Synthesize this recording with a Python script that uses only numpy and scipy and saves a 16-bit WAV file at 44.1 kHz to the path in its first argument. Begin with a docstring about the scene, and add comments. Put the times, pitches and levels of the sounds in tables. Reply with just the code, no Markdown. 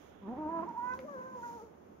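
"""A faint hiss, low room noise and brushing cloth open the scene; then a cat growls close by.
Its unsteady vocal folds drive the resonance of its mouth: the low, raspy growl climbs, breaks into
a thin wavering yowl and sinks away in a small room. The hand moves the microphone and bumps it
softly, and there are a few small ticks and one sharper knock."""
import sys
import numpy as np
from scipy import signal
from scipy.fft import rfft, irfft
from scipy.io import wavfile

SR = 44100
rng = np.random.default_rng(int(sys.argv[2]) if len(sys.argv) > 2 else 0)


def to_wav(sig):
    """Store sig (one row per channel, or 1-D mono) as 16-bit WAV at the path in sys.argv[1].

    Samples outside -1..1 are clipped; the rate is SR.
    """
    pcm = np.clip(np.atleast_2d(sig), -1, 1) * 32767
    pcm = np.round(pcm).astype(np.int16)
    wavfile.write(sys.argv[1], SR, pcm.T)  # frames by channels


N = 88200
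TIME, FREQ_HZ = np.arange(N) / SR, np.fft.rfftfreq(N, 1 / SR)


def amp(db):
    """Amplitude grows tenfold every 20 dB."""
    return 10 ** (np.asarray(db) / 20)


def unit_rms(x):
    """Normalisation to unit mean power."""
    return x / np.sqrt(np.mean(x ** 2) + 1e-20)


def spectrum_at(table, hz):
    """Interpolation on a logarithmic frequency axis."""
    table_hz, values = np.transpose(table)
    return np.interp(np.log(hz + 1), np.log(table_hz), values)


def curves(table):
    """Linear interpolation of each column over time."""
    time_s, *columns = np.transpose(table)
    return [np.interp(TIME, time_s, column) for column in columns]


def wobble(rate_hz):
    """Low-pass noise: random motion up to a given rate."""
    white = rfft(rng.standard_normal(N))
    return unit_rms(irfft(white / np.sqrt(1 + (FREQ_HZ / rate_hz) ** 4), N))


def pan(balance_db):
    """Constant-power panning; balance is the left level minus the right."""
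    half_db = np.atleast_1d(balance_db) / 2
    gains = amp([half_db, -half_db])
    return gains / np.sqrt(np.mean(gains ** 2, axis=0))


# Likeness of left and right noise: frequency_hz, correlation (clipped to -1..1)
CORRELATION = [(60, -0.56), (130, 2.3), (290, 0.52), (640, -0.5), (1400, 0), (15000, 0)]
def stereo_noise(spectrum, balance_db):
    """Partial coherence: two channels of coloured noise share much of their upper bass."""
    left, independent = rfft(rng.standard_normal((2, N)))
    correlation = np.clip(spectrum_at(CORRELATION, FREQ_HZ), -1, 1)
    right = correlation * left + np.sqrt(1 - correlation ** 2) * independent
    panned = np.array([left, right]) * pan(balance_db)
    return unit_rms(irfft(panned * amp(spectrum_at(spectrum, FREQ_HZ)), N))


# Room noise spectrum: frequency_hz, relative_db
AMBIENT_SPECTRUM = [(20, -53), (40, -31), (75, -0.5), (125, -15.5), (195, -6), (300, -2.5), (480, -4.5),
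                    (1000, -15), (2000, -31), (3400, -38), (4300, -43.5), (6600, -43), (8000, -42.5),
                    (12000, -43), (15500, -47.5)]
# Its stereo position: frequency_hz, balance_db
AMBIENT_BALANCE = [(60, 6.5), (200, -5.5), (400, -12.5), (1300, 11.5), (2400, -5), (8000, 14),
                   (15000, -1.5)]
def room_noise(level_db=-58.5):
    """Stationary noise with most of its power at low frequencies."""
    return amp(level_db) * stereo_noise(AMBIENT_SPECTRUM, spectrum_at(AMBIENT_BALANCE, FREQ_HZ))


# Hiss spectrum: frequency_hz, relative_db
HISS_SPECTRUM = [(600, 5), (1300, 2), (2200, -5.5), (2900, -7), (3150, -6), (3400, -4.5), (3650, -11),
                 (3950, -18), (6000, -57)]
# Hiss envelope: time_s, level_db
HISS_ENVELOPE = [(0, -61), (.13, -62.5), (.3, -65), (.55, -74), (.8, -70), (1.1, -77.5), (1.55, -72.5),
                 (1.72, -78)]
def hiss():
    """Band-limited noise under a slow envelope, strongest at the start."""
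    return amp(curves(HISS_ENVELOPE)[0]) * stereo_noise(HISS_SPECTRUM, balance_db=-14.5)


# Friction spectrum: frequency_hz, relative_db
CLOTH_SPECTRUM = [(1500, -2), (2800, -1), (4200, -3), (6600, 7), (8000, 0.5), (10000, 0), (13000, -5),
                  (15500, -6.5)]
# Brushing strokes: time_s, level_db
CLOTH_ENVELOPE = [(0, -71.5), (.08, -73), (.18, -83.5), (.55, -78), (.76, -77.5), (.94, -68.5), (1.06, -73),
                  (1.2, -72), (1.31, -74.5), (1.48, -63.5), (1.62, -70), (1.72, -82)]
def cloth():
    """Sliding friction of cloth on the microphone makes bright, grainy noise."""
    friction = stereo_noise(CLOTH_SPECTRUM, balance_db=-8)
    grain_db = 1.1 * wobble(rate_hz=360)
    return friction * amp(curves(CLOTH_ENVELOPE)[0] + grain_db)


# Irregularity of the vocal folds: time_s, roughness (0-1)
ROUGHNESS = [(.22, 0.22), (.32, 0.44), (.37, .8), (.41, .15), (.57, 0.28), (.63, 0.58), (.75, 0.33),
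             (.86, 0.08), (1.04, 0.4), (1.25, .12), (1.5, 0.3), (1.64, 0.7)]
# The cat's direction as the microphone turns, for 1 kHz and up: time_s, balance_db, left_lead_rad
CAT_DIRECTION = [(.25, -8, 0.2), (.42, -2, 1.2), (.56, -4, 0.92), (.72, -6, 0.65), (.92, -6, 1.76),
                 (1.1, 7, 2.5), (1.25, -3, 2.3), (1.45, -1, 1.82), (1.62, 2, 2)]
MOUTH_HZ, MOUTH_WIDTH_HZ = 921, 100
def voice(contour, pitch_hz, partials_db, mouth_db, jitter=0.022, shimmer=0.29, fade_s=0.012):
    """Source and filter: unsteady vocal folds emit harmonics, and air puffs ring the mouth resonance."""
    inside_s = np.minimum(TIME - contour[0][0], contour[-1][0] - TIME)
    gate = np.clip(inside_s / fade_s + 0.48, 0, 1)
    roughness, = curves(ROUGHNESS)
    unsteady_hz = pitch_hz * (1 + jitter * roughness * wobble(rate_hz=86))
    phase = 2 * np.pi * np.cumsum(unsteady_hz) / SR
    flutter = np.exp(shimmer * roughness * wobble(rate_hz=140))
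    balance_db, lead_rad = curves(CAT_DIRECTION)
    airflow = rng.standard_normal(N) * (1 + np.cos(phase)) ** 3  # one puff per cycle
    mouth_band = np.exp(-((FREQ_HZ - MOUTH_HZ) / MOUTH_WIDTH_HZ) ** 2)
    puffs = unit_rms(irfft(rfft(airflow) * mouth_band, N))
    sound = amp(mouth_db - 10.5) * roughness * pan(balance_db) * puffs
    for k, level_db in enumerate(partials_db, 1):
        separation = np.minimum(k * pitch_hz / 1000, 1) ** 2.3  # low partials reach both sides alike
        stereo_phase = np.array([lead_rad, -lead_rad]) * separation / 2
        mouth_lag = np.arctan((k * pitch_hz - MOUTH_HZ) / MOUTH_WIDTH_HZ) + np.pi / 2
        waver_db = 0.98 * np.sqrt(k) * wobble(rate_hz=45)
        partial = np.cos(k * phase + stereo_phase - mouth_lag)
        sound -= amp(level_db + waver_db) * pan(balance_db * separation) * partial
    return np.sqrt(2) * gate * flutter * sound


# Low register, levels before gain: time_s, pitch_hz, fundamental_db, mouth_db
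GROWL_CONTOUR = [(0.205, 199.6, -65, -81), (0.23, 200.3, -48.5, -66), (0.265, 187.9, -45.5, -58),
                 (0.3, 232, -38, -51), (0.335, 254.5, -43.5, -46), (0.36, 248.2, -47.5, -53),
                 (0.385, 307.9, -39.5, -44.5), (0.42, 309.5, -41, -43.0), (0.465, 305, -36, -42.5),
                 (0.51, 329.8, -44.5, -44), (0.55, 331.6, -38, -41.5), (0.595, 330.5, -38, -39),
                 (0.618, 317, -43, -45), (0.637, 350.5, -46, -43.5), (0.66, 349.4, -46, -68.5)]
# Mouth resonance as the jaw moves: time_s, centre_hz
MOUTH_GLIDE = [(.25, 946), (.29, 890), (.335, 725), (.37, 766), (.41, 852), (.55, 995.2)]
# Overtone colour with the resonance at MOUTH_HZ: frequency_hz, relative_db
VOCAL_TRACT = [(380, 6), (520, 2), (640, -2.5), (780, -3), (940, 3.5), (1060, -2.5), (1250, -15),
               (1600, -24), (2000, -58.5)]
def growl(gain_db=-2.5):
    """Formant filtering: the moving mouth shapes the overtones above a strong fundamental."""
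    pitch_hz, fundamental_db, mouth_db = curves(GROWL_CONTOUR)
    formant_ratio = curves(MOUTH_GLIDE)[0] / MOUTH_HZ
    overtones_db = [mouth_db + spectrum_at(VOCAL_TRACT, k * pitch_hz / formant_ratio)
                    for k in range(2, 7)]
    return amp(gain_db) * voice(GROWL_CONTOUR, pitch_hz, [fundamental_db] + overtones_db, mouth_db)


# Reverberation time of the small room: frequency_hz, t60_s
ROOM_DECAY = [(150, 0.13), (400, 0.59), (1000, .28), (8000, 0.15)]
def in_room(direct, reverb_db):
    """Reverberation: sparse reflections follow the direct sound and linger longest near 400 Hz."""
    reflections = rng.standard_normal((2, SR // 2)) * (rng.random((2, SR // 2)) < 0.1)
    reflections[:, :150] = 0  # travel time of the first reflection
    hz, age_s, bands = signal.stft(reflections, SR, nperseg=256)
    decay = amp(-60 * age_s / spectrum_at(ROOM_DECAY, hz)[:, None])
    tail = signal.istft(bands * decay, SR, nperseg=256)[1]
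    reverb = signal.fftconvolve(direct, tail / np.linalg.norm(tail[0]), axes=1)[:, :N]
    return direct + amp(reverb_db) * reverb


# Air noise in the throat: frequency_hz, relative_db
RASP_SPECTRUM = [(35, -49.5), (100, -15), (200, 4.5), (330, -0.5), (480, -6), (700, -4.5), (950, -11.5),
                 (1200, -10), (1600, -16.5), (2200, -22.5), (3500, -37.5), (8000, -53)]
# Breath envelope: time_s, level_db
RASP_ENVELOPE = [(.21, -76), (.28, -51.5), (.37, -52), (.5, -51), (.63, -49), (.74, -54.5), (.93, -53),
                 (1.05, -55), (1.22, -55.5), (1.48, -54.5), (1.6, -59.5), (1.7, -61.5)]
def rasp():
    """Turbulent air in the throat adds fluttering noise under both registers."""
    breath = stereo_noise(RASP_SPECTRUM, balance_db=-4)
    flutter_db = 1.23 * wobble(rate_hz=13)
    return breath * amp(curves(RASP_ENVELOPE)[0] + flutter_db)


# Nudges of the hand: start_s, length_s, level_db, centre_hz
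HAND_BUMPS = [(0.292, 0.2, -60.5, 75), (0.414, 0.11, -59, 76.8), (.58, 0.069, -63.5, 82),
              (0.804, 0.092, -65.5, 76), (0.902, .14, -58.5, 80), (1.017, 0.067, -52, 227),
              (1.326, 0.15, -62.5, 76), (1.868, 0.11, -56.5, 202.4), (1.933, 0.043, -64, 75.1)]
def bumps(pitch_spread=0.14):
    """Structure-borne sound: each nudge shakes the microphone at a low, wandering frequency."""
    sound = np.zeros(N)
    for start_s, length_s, level_db, centre_hz in HAND_BUMPS:
        hz = centre_hz * (1 + pitch_spread * wobble(rate_hz=centre_hz / 2))
        swell = np.sin(np.pi * np.clip((TIME - start_s) / length_s, 0, 1))
        sound += amp(level_db) * swell * np.sin(2 * np.pi * np.cumsum(hz) / SR)
    return sound


# Small ticks: start_s, level_db, centre_hz, width_octaves, balance_db
TICK_BURSTS = [(0.611, -56.5, 10830, .8, -8.5), (.691, -57, 6167, 0.27, -8), (0.78, -57, 9000, 0.98, -5),
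               (.829, -62, 13230, .4, -8), (0.9375, -51, 5150, 0.54, -4), (.945, -64, 10800, 0.64, 11),
               (0.9512, -46, 10040, 1, -23), (1.0045, -51, 10000, 0.95, -30)]
def ticks(decay_s=0.0005):
    """Short transients have broad spectra; each burst is filtered to its own treble band."""
    sound = np.zeros((2, N))
    for start_s, level_db, centre_hz, width_octaves, balance_db in TICK_BURSTS:
        burst = rng.standard_normal(N) * (TIME >= start_s) * np.exp(-abs(TIME - start_s) / decay_s)
        band = np.exp(-(np.log2((FREQ_HZ + 1) / centre_hz) / width_octaves) ** 2 / 2)
        tick = irfft(rfft(burst) * band, N)
        sound += amp(level_db) * pan(balance_db) * tick / abs(tick).max()
    return sound


# High register, levels before gain: time_s, pitch_hz, fundamental_db, mouth_db, third_partial_db
YOWL_CONTOUR = [(0.66, 424.3, -59, -45, -73), (0.685, 487.4, -61, -45, -71), (0.715, 448, -62.5, -45, -68),
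                (0.735, 492.3, -72, -52, -80), (0.757, 440.3, -68, -45.5, -64.5),
                (0.782, 493.6, -75, -37.5, -70), (0.808, 470.4, -71, -39.0, -57.5),
                (0.83, 489.6, -78, -38.5, -58), (0.88, 496.7, -58.0, -38, -50.5),
                (0.925, 505, -53.5, -40.5, -42), (0.952, 502.3, -58.5, -38.5, -57),
                (0.972, 527, -61, -63, -63.0), (0.995, 535.3, -43, -67, -68), (1.035, 491, -51, -58, -67.5),
                (1.06, 633, -47, -75, -93), (1.085, 579.9, -50, -47.5, -71),
                (1.125, 568.2, -51.5, -53, -57.5), (1.165, 515.2, -44, -49.5, -56.0),
                (1.21, 503, -56, -44.5, -55.5), (1.27, 519.6, -50.5, -49, -58.0),
                (1.32, 514, -72, -50, -62.5), (1.365, 501.5, -47.5, -43.0, -67),
                (1.412, 456.5, -66, -51.5, -101), (1.435, 483.1, -61, -43.5, -48),
                (1.5, 463.5, -62.5, -46.5, -63), (1.56, 472.2, -53, -50, -66),
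                (1.61, 414.6, -57.5, -52.5, -59.5), (1.635, 467.7, -48, -60, -70),
                (1.675, 437.4, -82, -68, -74)]
# Partials four and five against the third, before brightening: frequency_hz, relative_db
YOWL_TREBLE = [(1850, -12), (2050, -17.5), (2250, -39), (2420, -39.5), (2550, -23), (2700, -44.5)]
def yowl(gain_db=-0.5, brightening=1.1, neutral_db=-43.5):
    """Formant tuning: the second partial lies near the mouth resonance; effort brightens the top."""
    pitch_hz, fundamental_db, mouth_db, third_db = curves(YOWL_CONTOUR)
    effort_db = brightening * (mouth_db - neutral_db)
    top_db = [third_db + spectrum_at(YOWL_TREBLE, k * pitch_hz) + effort_db for k in (4, 5)]
    partials_db = [fundamental_db, mouth_db, third_db] + top_db
    return amp(gain_db) * voice(YOWL_CONTOUR, pitch_hz, partials_db, mouth_db)


# Modes of the knock: frequency_hz, level_db, t60_s
KNOCK_MODES = [(1450, -48.5, 0.013), (2140, -39.5, 0.0058), (2870, -49, 0.0017), (4130, -58, 0.0038)]
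def knock(start_s=0.9912):
    """Modal vibration: a small hard tap excites a few quickly damped sinusoids."""
    age_s = np.maximum(TIME - start_s, 0)
    ring = sum(amp(level_db - 60 * age_s / t60_s) * np.sin(2 * np.pi * hz * age_s)
               for hz, level_db, t60_s in KNOCK_MODES)
    return pan(balance_db=0) * ring


def scene():
    """Superposition: the cat, the small noises and the background add as sound pressures."""
    cat = growl() + yowl()
    background = room_noise() + hiss()
    sound = background + in_room(cat, reverb_db=-13.5) + rasp() + cloth() + bumps()
    return sound + in_room(ticks(), reverb_db=-5) + in_room(knock(), reverb_db=-5)


# Microphone response, dull just above 7 kHz: frequency_hz, gain_db
MIC_RESPONSE = [(6900, 0.5), (7500, -14), (8800, -10), (11000, -3), (13000, 1.5)]
def record(dry, cutoff_hz=15720):
    """Linear filtering: the microphone colours the sound and a steep low-pass limits its bandwidth."""
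    coloured = irfft(rfft(dry) * amp(spectrum_at(MIC_RESPONSE, FREQ_HZ)), N)
    low_pass = signal.firwin(511, cutoff_hz, window=("kaiser", 9), fs=SR)
    return signal.oaconvolve(coloured, low_pass[None], "same")


dry = scene()
out = record(dry)
to_wav(out)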